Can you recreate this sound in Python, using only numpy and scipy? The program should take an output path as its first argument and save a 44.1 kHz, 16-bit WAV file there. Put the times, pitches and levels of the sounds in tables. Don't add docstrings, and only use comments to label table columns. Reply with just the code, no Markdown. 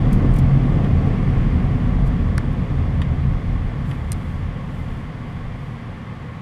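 import sys
import numpy as np
from scipy import signal
from scipy.fft import rfft, irfft, next_fast_len
from scipy.io import wavfile
from scipy.ndimage import uniform_filter1d

SR = 44100
rng = np.random.default_rng(int(sys.argv[2]) if len(sys.argv) > 2 else 0)


def materialize(psi):
    bounded = np.clip(np.atleast_2d(psi).T, -1, 1)
    quanta = np.round(bounded * 32767).astype(np.int16)
    wavfile.write(sys.argv[1], SR, quanta)


N = 282945
TIME = np.arange(N) / SR

# time_s, speed_ratio (to the starting speed)
CAR_SPEED = [(0, 0.98), (1.2, 0.86), (2, 0.75), (3.25, 0.55), (4, 0.38), (5, 0.27), (5.55, .2),
             (6.42, 0.061)]
# time_s, level_db, centre_hz
ROAD_BUMPS = [(0.11, -14.5, 38), (0.32, -12.5, 46.5), (0.48, -22, 38), (0.71, -25, 40), (0.93, -21, 70),
              (1.359, -17.5, 124), (1.429, -16.5, 38), (1.559, -18.5, 76), (1.66, -22, 38.2),
              (1.921, -17, 38), (2.04, -13.5, 38.2), (2.26, -17, 50.3), (2.47, -25, 45), (3.02, -23.5, 145),
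              (3.33, -19, 42), (3.51, -20, 45), (3.64, -19, 41.6), (3.88, -25, 140), (4.10, -19.5, 64.4),
              (4.44, -20, 55.5), (4.90, -30.5, 42), (5.12, -36.5, 75), (5.47, -29, 42)]
# pitch_hz, width_hz, gain_db
SUSPENSION_MODES = [(24.1, 10, -5.5), (31.4, 3.6, -12.5), (41.2, 11.8, 3.5)]
# pitch_hz, width_hz, fast_gain_db, crawling_gain_db
AIR_MODES = [(70.8, 11, -11.5, -15), (86.4, 13.5, -4, -5.5), (113.4, 24.7, -4, -2), (137.4, 27.3, -0.5, -5),
             (158.6, 22.5, -12.5, -8.5), (184.6, 35, -6, -7), (242.1, 52.7, -6.5, -11.5)]
# middle_s, half_length_s, gain_db
RUMBLE_DIPS = [(1.16, 0.027, -1.5), (2.4, .012, -3.5), (2.55, 0.014, -5), (2.67, 0.018, -5.5),
               (3.406, 0.019, -7), (3.72, 0.015, -5.5), (5.152, 0.018, -4.5), (5.798, .03, -2.5)]
# time_s, level_db
DRONE_LEVELS = [(0, -44.5), (2.0, -35.5), (2.35, -31.5), (2.8, -21.5), (3.2, -21), (3.6, -32), (4.3, -32.5),
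                (5.2, -62)]
# frequency_hz, density_db
ROAR_SPECTRUM = [(100, -20.5), (290, 6.5), (370, 5), (470, 4), (590, -2), (730, 0), (930, -12),
                 (1150, -6.5), (1500, -26), (2000, -26.5), (2700, -29), (3450, -30.5), (3750, -37.5),
                 (5000, -39), (12000, -60.5)]
# middle_s, half_length_s, gain_db
COARSE_ASPHALT = [(0.074, 0.019, 3.5), (0.247, 0.027, 5.5), (0.79, 0.076, 5), (1.055, 0.036, 4.5)]
# harmonic_number, level_db
ENGINE_HARMONICS = [(1, -49), (2, -46.5), (3, -46.5), (4, -41.5), (5, -49), (6, -44)]
# frequency_hz, density_db
VENT_SPECTRUM = [(200, 0.5), (500, 3), (640, 0), (900, 1), (1500, -3.5), (2100, -3), (2700, -11.5),
                 (3450, -13), (3750, -19), (5000, -23.5), (6500, -29), (10000, -33.5), (12000, -40),
                 (15500, -46)]
# pitch_hz, width_hz, gain_db
DUCT_RESONANCES = [(296.5, 46, -51.5), (433, 24, -61), (509, 82, -51.5), (718, 73, -55), (1112, 180, -50),
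                   (1779, 47, -62), (1957, 34, -64), (3230, 650, -63.5), (4625, 180, -73.5)]
# pitch_hz, width_hz, gain_db
BLOWER_WHISTLES = [(1086.5, 24, -56.5), (1786, 19, -65), (2066, 18, -59.5), (2826, 22, -68)]
# middle_s, half_length_s, pitch_hz, level_db
BOOM_NOTES = [(0.117, .09, 195.2, -26), (0.244, .05, 85.2, -22), (.25, 0.037, 283.5, -27),
              (0.426, 0.062, 81.2, -24), (0.512, 0.1, 135.7, -19.5), (0.806, 0.057, 146.8, -22),
              (.95, .05, 82.4, -17), (1.268, 0.091, 140.9, -23.5), (2.302, 0.17, 70.4, -26),
              (2.87, 0.07, 78.2, -23.5), (3.274, 0.032, 137.2, -21.5), (4.83, .06, 76, -33.5),
              (5.4, 0.089, 72.1, -39)]
# peak_s, level_db, half_length_s
BRUSH_STROKES = [(0.132, -42.5, 0.0043), (.150, -56, .006), (0.32, -59, .004), (0.342, -48.5, 0.0038),
                 (0.366, -48, 0.0061), (0.389, -43, 0.0036), (.399, -56, .006), (2.073, -57.5, 0.012),
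                 (3.905, -59.5, 0.04), (4.218, -64.5, 0.16), (4.773, -65, 0.09), (4.974, -67, .07),
                 (5.32, -72, .08), (5.66, -69, .08)]
# frequency_hz, density_db
BRUSH_SPECTRUM = [(2000, -6), (4500, -1), (6500, -2), (7500, 0.5), (8600, 0), (10500, -0.5), (12500, -6),
                  (14500, -6), (16000, -18)]
# start_s, force_db
TRIM_TOUCHES = [(.497, -55), (.546, -61), (.634, -52), (.87, -61), (1.067, -56), (1.315, -62), (1.417, -58),
                (1.968, -59), (2.022, -59), (2.061, -52), (2.074, -52), (2.10, -58), (2.128, -57),
                (2.53, -53), (3.323, -53), (3.808, -58), (4.802, -57)]
# frequency_hz, density_db
WALL_SPECTRUM = [(1300, 1), (2200, 6.5), (3300, -9), (5500, -18.5), (12000, -40)]
# start_s, force_db
PANEL_HITS = [(.845, -32.5), (3.0181, -24), (3.9132, -29.5)]
# pitch_hz, gain_db, t60_s
PANEL_MODES = [(1100, 2, .014), (1780, -4, .013), (2000, -4, .013), (2500, -14, .02), (3000, -8.5, 0.012),
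               (3260, -15, .012), (3670, -8.5, 0.011), (4750, -18, .008), (5850, -19, .008),
               (7460, -23, .01), (9400, -16, .004), (12260, -27, .008)]
# start_s, force_db
SHELL_HITS = [(2.3799, -20)]
# pitch_hz, gain_db, t60_s
SHELL_MODES = [(970, -2, 0.014), (1175, 0, .017), (1430, -2, 0.018), (1780, -2, 0.02), (2010, -3, 0.016),
               (2230, -20, .012), (3250, -13, .008), (4250, -13, 0.012), (4530, -12, 0.014),
               (4950, -22, .012), (5560, -8, 0.0094), (6350, -22, .008), (7150, -21, .008),
               (8250, -13, .008), (8700, -9.5, 0.0062), (9450, -11, 0.0054), (10250, -9, .006),
               (12200, -23, .005), (13800, -15, .004)]
# start_s, force_db
CATCH_HITS = [(4.0960, -59), (4.1189, -22), (4.1283, -32), (4.135, -52)]
# pitch_hz, gain_db, t60_s
CATCH_MODES = [(2040, -12, 0.029), (2800, -15, 0.0103), (3500, -15, 0.017), (4160, -11.5, 0.024),
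               (4900, -11.5, .024), (5700, -7, .013), (6380, -11, .016), (7000, -12, .01),
               (7500, -14.5, 0.023), (8100, -10.5, 0.007), (8560, 0, 0.0099), (9300, -4, 0.0064),
               (10700, 0.5, 0.0055), (11400, -10, 0.014), (12300, -12, .005), (13900, -4, .005)]


def from_db(db):
    return 10 ** (np.asarray(db) / 20)


def unit_rms(x):
    return x / np.sqrt(np.mean(x ** 2) + 1e-20)


def in_time(curve):
    return np.interp(TIME, *np.transpose(curve))


def swell(middle_s, half_s):
    return np.exp(-.5 * np.minimum(((TIME - middle_s) / half_s) ** 2, 50))


def drift(rate_hz):
    knots = rng.standard_normal(int(TIME[-1] * rate_hz) + 2)
    return unit_rms(np.interp(TIME * rate_hz, np.arange(len(knots)), knots))


def coloured_noise(spectrum):
    size = next_fast_len(N)
    hz = np.arange(1, size // 2 + 2) * SR / size
    points_hz, points_db = np.transpose(spectrum)
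    gain = from_db(np.interp(np.log(hz), np.log(points_hz), points_db))
    gain /= 1 + (points_hz[0] / hz / 2) ** 4
    return unit_rms(irfft(rfft(rng.standard_normal(size)) * gain, size)[:N])


def shaken_mode(hz, width_hz):
    radius = np.exp(-np.pi * width_hz / SR)
    section = [1 - radius, 0, radius - 1, 1, -2 * radius * np.cos(2 * np.pi * hz / SR), radius ** 2]
    return unit_rms(signal.sosfilt([section, section], rng.standard_normal(N + SR))[SR:])


def evened(x, span_s):
    size = int(span_s * SR)
    power = uniform_filter1d(uniform_filter1d(x * x, size), size)
    return x / np.sqrt(power + 1e-12)


def ring(force, hz, t60_s):
    radius, angle = from_db(-60 / (t60_s * SR)), 2 * np.pi * hz / SR
    return signal.lfilter([0, np.sin(angle)], [1, -2 * radius * np.cos(angle), radius ** 2], force + 1e-18)


def struck(hits, modes, band_hz, scatter_db, scatter_s, spread_cycles=1.5):
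    force, age = np.zeros(N), TIME[:SR // 20]
    for start_s, db in hits:
        contact = from_db(scatter_db) * rng.standard_normal(len(age)) * np.exp(-age / scatter_s)
        contact[0] += 1
        start = round(start_s * SR)
        force[start:start + len(age)] += from_db(db) * contact
    ringing = 0
    for hz, db, t60_s in modes:
        delay = round(rng.random() * spread_cycles * SR / hz)
        ringing += from_db(db) * ring(np.roll(force, delay), hz, t60_s)
    return signal.sosfilt(signal.butter(4, band_hz, "band", fs=SR, output="sos"), ringing)


def rolling(start_db, db_per_halving):
    return from_db(start_db + db_per_halving * np.log2(in_time(CAR_SPEED)))


def jolts(hz, rise_s=0.046, hold_s=0.015, fall_s=0.031, spread_octaves=0.42):
    power = 0
    for time_s, db, centre_hz in ROAD_BUMPS:
        age = TIME - time_s
        outside_hold = np.minimum(age, 0) / rise_s - np.maximum(age - hold_s, 0) / fall_s
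        coupling = np.exp(-.5 * (np.log2(hz / centre_hz) / spread_octaves) ** 2)
        power += (from_db(db) * coupling) ** 2 * np.exp(-np.minimum(outside_hold ** 2, 50))
    return np.sqrt(power)


def road_rumble(body_hz=40, thud_hz=136, idle_db=-32.5):
    body_drive = np.hypot(rolling(start_db=-20, db_per_halving=7), jolts(body_hz))
    cabin_drive = np.hypot(rolling(start_db=-16, db_per_halving=8.5), from_db(idle_db))
    body = sum(from_db(db) * shaken_mode(hz, width) for hz, width, db in SUSPENSION_MODES)
    cabin = 0
    for hz, width, fast_db, crawling_db in AIR_MODES:
        gain = from_db(np.linspace(fast_db, crawling_db, N))
        cabin += gain * evened(shaken_mode(hz, width), span_s=0.34)
    thuds = jolts(thud_hz) * evened(shaken_mode(thud_hz, width_hz=16), span_s=0.14)
    return body_drive * evened(body, span_s=0.077) + cabin_drive * evened(cabin, span_s=0.11) + thuds


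def wheel_drone(hz=77, width_hz=20):
    drive = np.hypot(from_db(in_time(DRONE_LEVELS)), jolts(hz))
    return drive * evened(shaken_mode(hz, width_hz), span_s=0.074)


def cabin_null(x, hz=54, q=4.6):
    return signal.lfilter(*signal.iirnotch(hz, q, fs=SR), x)


def tyre_roar(flutter_db=0.07):
    coarse_db = sum(db * swell(s, half) for s, half, db in COARSE_ASPHALT)
    surface = from_db(coarse_db - flutter_db * drift(rate_hz=13))
    return rolling(start_db=-32.5, db_per_halving=9) * surface * coloured_noise(ROAR_SPECTRUM)


def engine(idle_hz=37.54, rise_hz=4.3, wander_ratio=0.01483, rough_db=1.5):
    firing_hz = (idle_hz + rise_hz * in_time(CAR_SPEED)) * (1 + wander_ratio * drift(rate_hz=9))
    phase = 2 * np.pi * np.cumsum(firing_hz) / SR
    hum = 0
    for harmonic, db in ENGINE_HARMONICS:
        amplitude = np.sqrt(2) * from_db(db + rough_db * drift(rate_hz=17))
        hum += amplitude * np.sin(harmonic * phase + 2 * np.pi * rng.random())
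    return hum


def vents(rush_gain_db=-41, fade_db_per_s=0.7633, end_gain_db=-1.16):
    ducts = sum(from_db(db) * shaken_mode(hz, width) for hz, width, db in DUCT_RESONANCES)
    whistles = sum(from_db(db) * evened(shaken_mode(hz, width), span_s=0.13)
                   for hz, width, db in BLOWER_WHISTLES)
    rush = from_db(rush_gain_db) * coloured_noise(VENT_SPECTRUM)
    fade = from_db(end_gain_db + fade_db_per_s * (TIME[-1] - TIME))
    return (rush + ducts + whistles) * fade


def cabin_booms(width_hz=5.1):
    return sum(from_db(db) * swell(s, half) * evened(shaken_mode(hz, width_hz), span_s=0.039)
               for s, half, hz, db in BOOM_NOTES)


def brushes(grain_db=1.5):
    strokes = sum(from_db(db) * swell(s, half) for s, db, half in BRUSH_STROKES)
    grain = unit_rms(from_db(grain_db * drift(rate_hz=700)))
    return strokes * grain * coloured_noise(BRUSH_SPECTRUM)


def trim_ticks():
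    return struck(TRIM_TOUCHES, CATCH_MODES, band_hz=(9500, 15000), scatter_db=-22, scatter_s=.002)


def wall_hiss(level_db=-46.5):
    return from_db(level_db) * swell(middle_s=1.28, half_s=0.36) * coloured_noise(WALL_SPECTRUM)


def panel_knocks(repeat_s=0.0043, repeat_db=-6):
    hits = PANEL_HITS + [(s + repeat_s, db + repeat_db) for s, db in PANEL_HITS]
    return struck(hits, PANEL_MODES, band_hz=(900, 11500), scatter_db=-28, scatter_s=0.0061)


def shell_snap():
    return struck(SHELL_HITS, SHELL_MODES, band_hz=(845, 13000), scatter_db=-31, scatter_s=.0022)


def catch_clicks():
    return struck(CATCH_HITS, CATCH_MODES, band_hz=(1800, 13300), scatter_db=-34, scatter_s=0.0024)


def brakes(pitch_hz=1788, width_hz=17, level_db=-55):
    whine = evened(shaken_mode(pitch_hz, width_hz), span_s=.05)
    return from_db(level_db) * swell(middle_s=6.08, half_s=0.14) * whine


def scene():
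    dips = from_db(sum(db * swell(s, half) for s, half, db in RUMBLE_DIPS))
    rumble = dips * cabin_null(road_rumble() + wheel_drone())
    car = rumble + cabin_booms() + tyre_roar() + wall_hiss() + engine() + brakes() + vents()
    plastic = shell_snap() + panel_knocks() + catch_clicks() + trim_ticks() + brushes()
    return (car + plastic)[None]


def record(dry, fade_in_s=.004, low_hz=17, top_hz=15600):
    eased_in = dry * np.minimum(TIME / fade_in_s, 1)
    thinned = signal.sosfilt(signal.butter(2, low_hz, "high", fs=SR, output="sos"), eased_in)
    return signal.sosfilt(signal.ellip(10, .1, 80, top_hz, fs=SR, output="sos"), thinned)


dry = scene()
out = record(dry)
materialize(out)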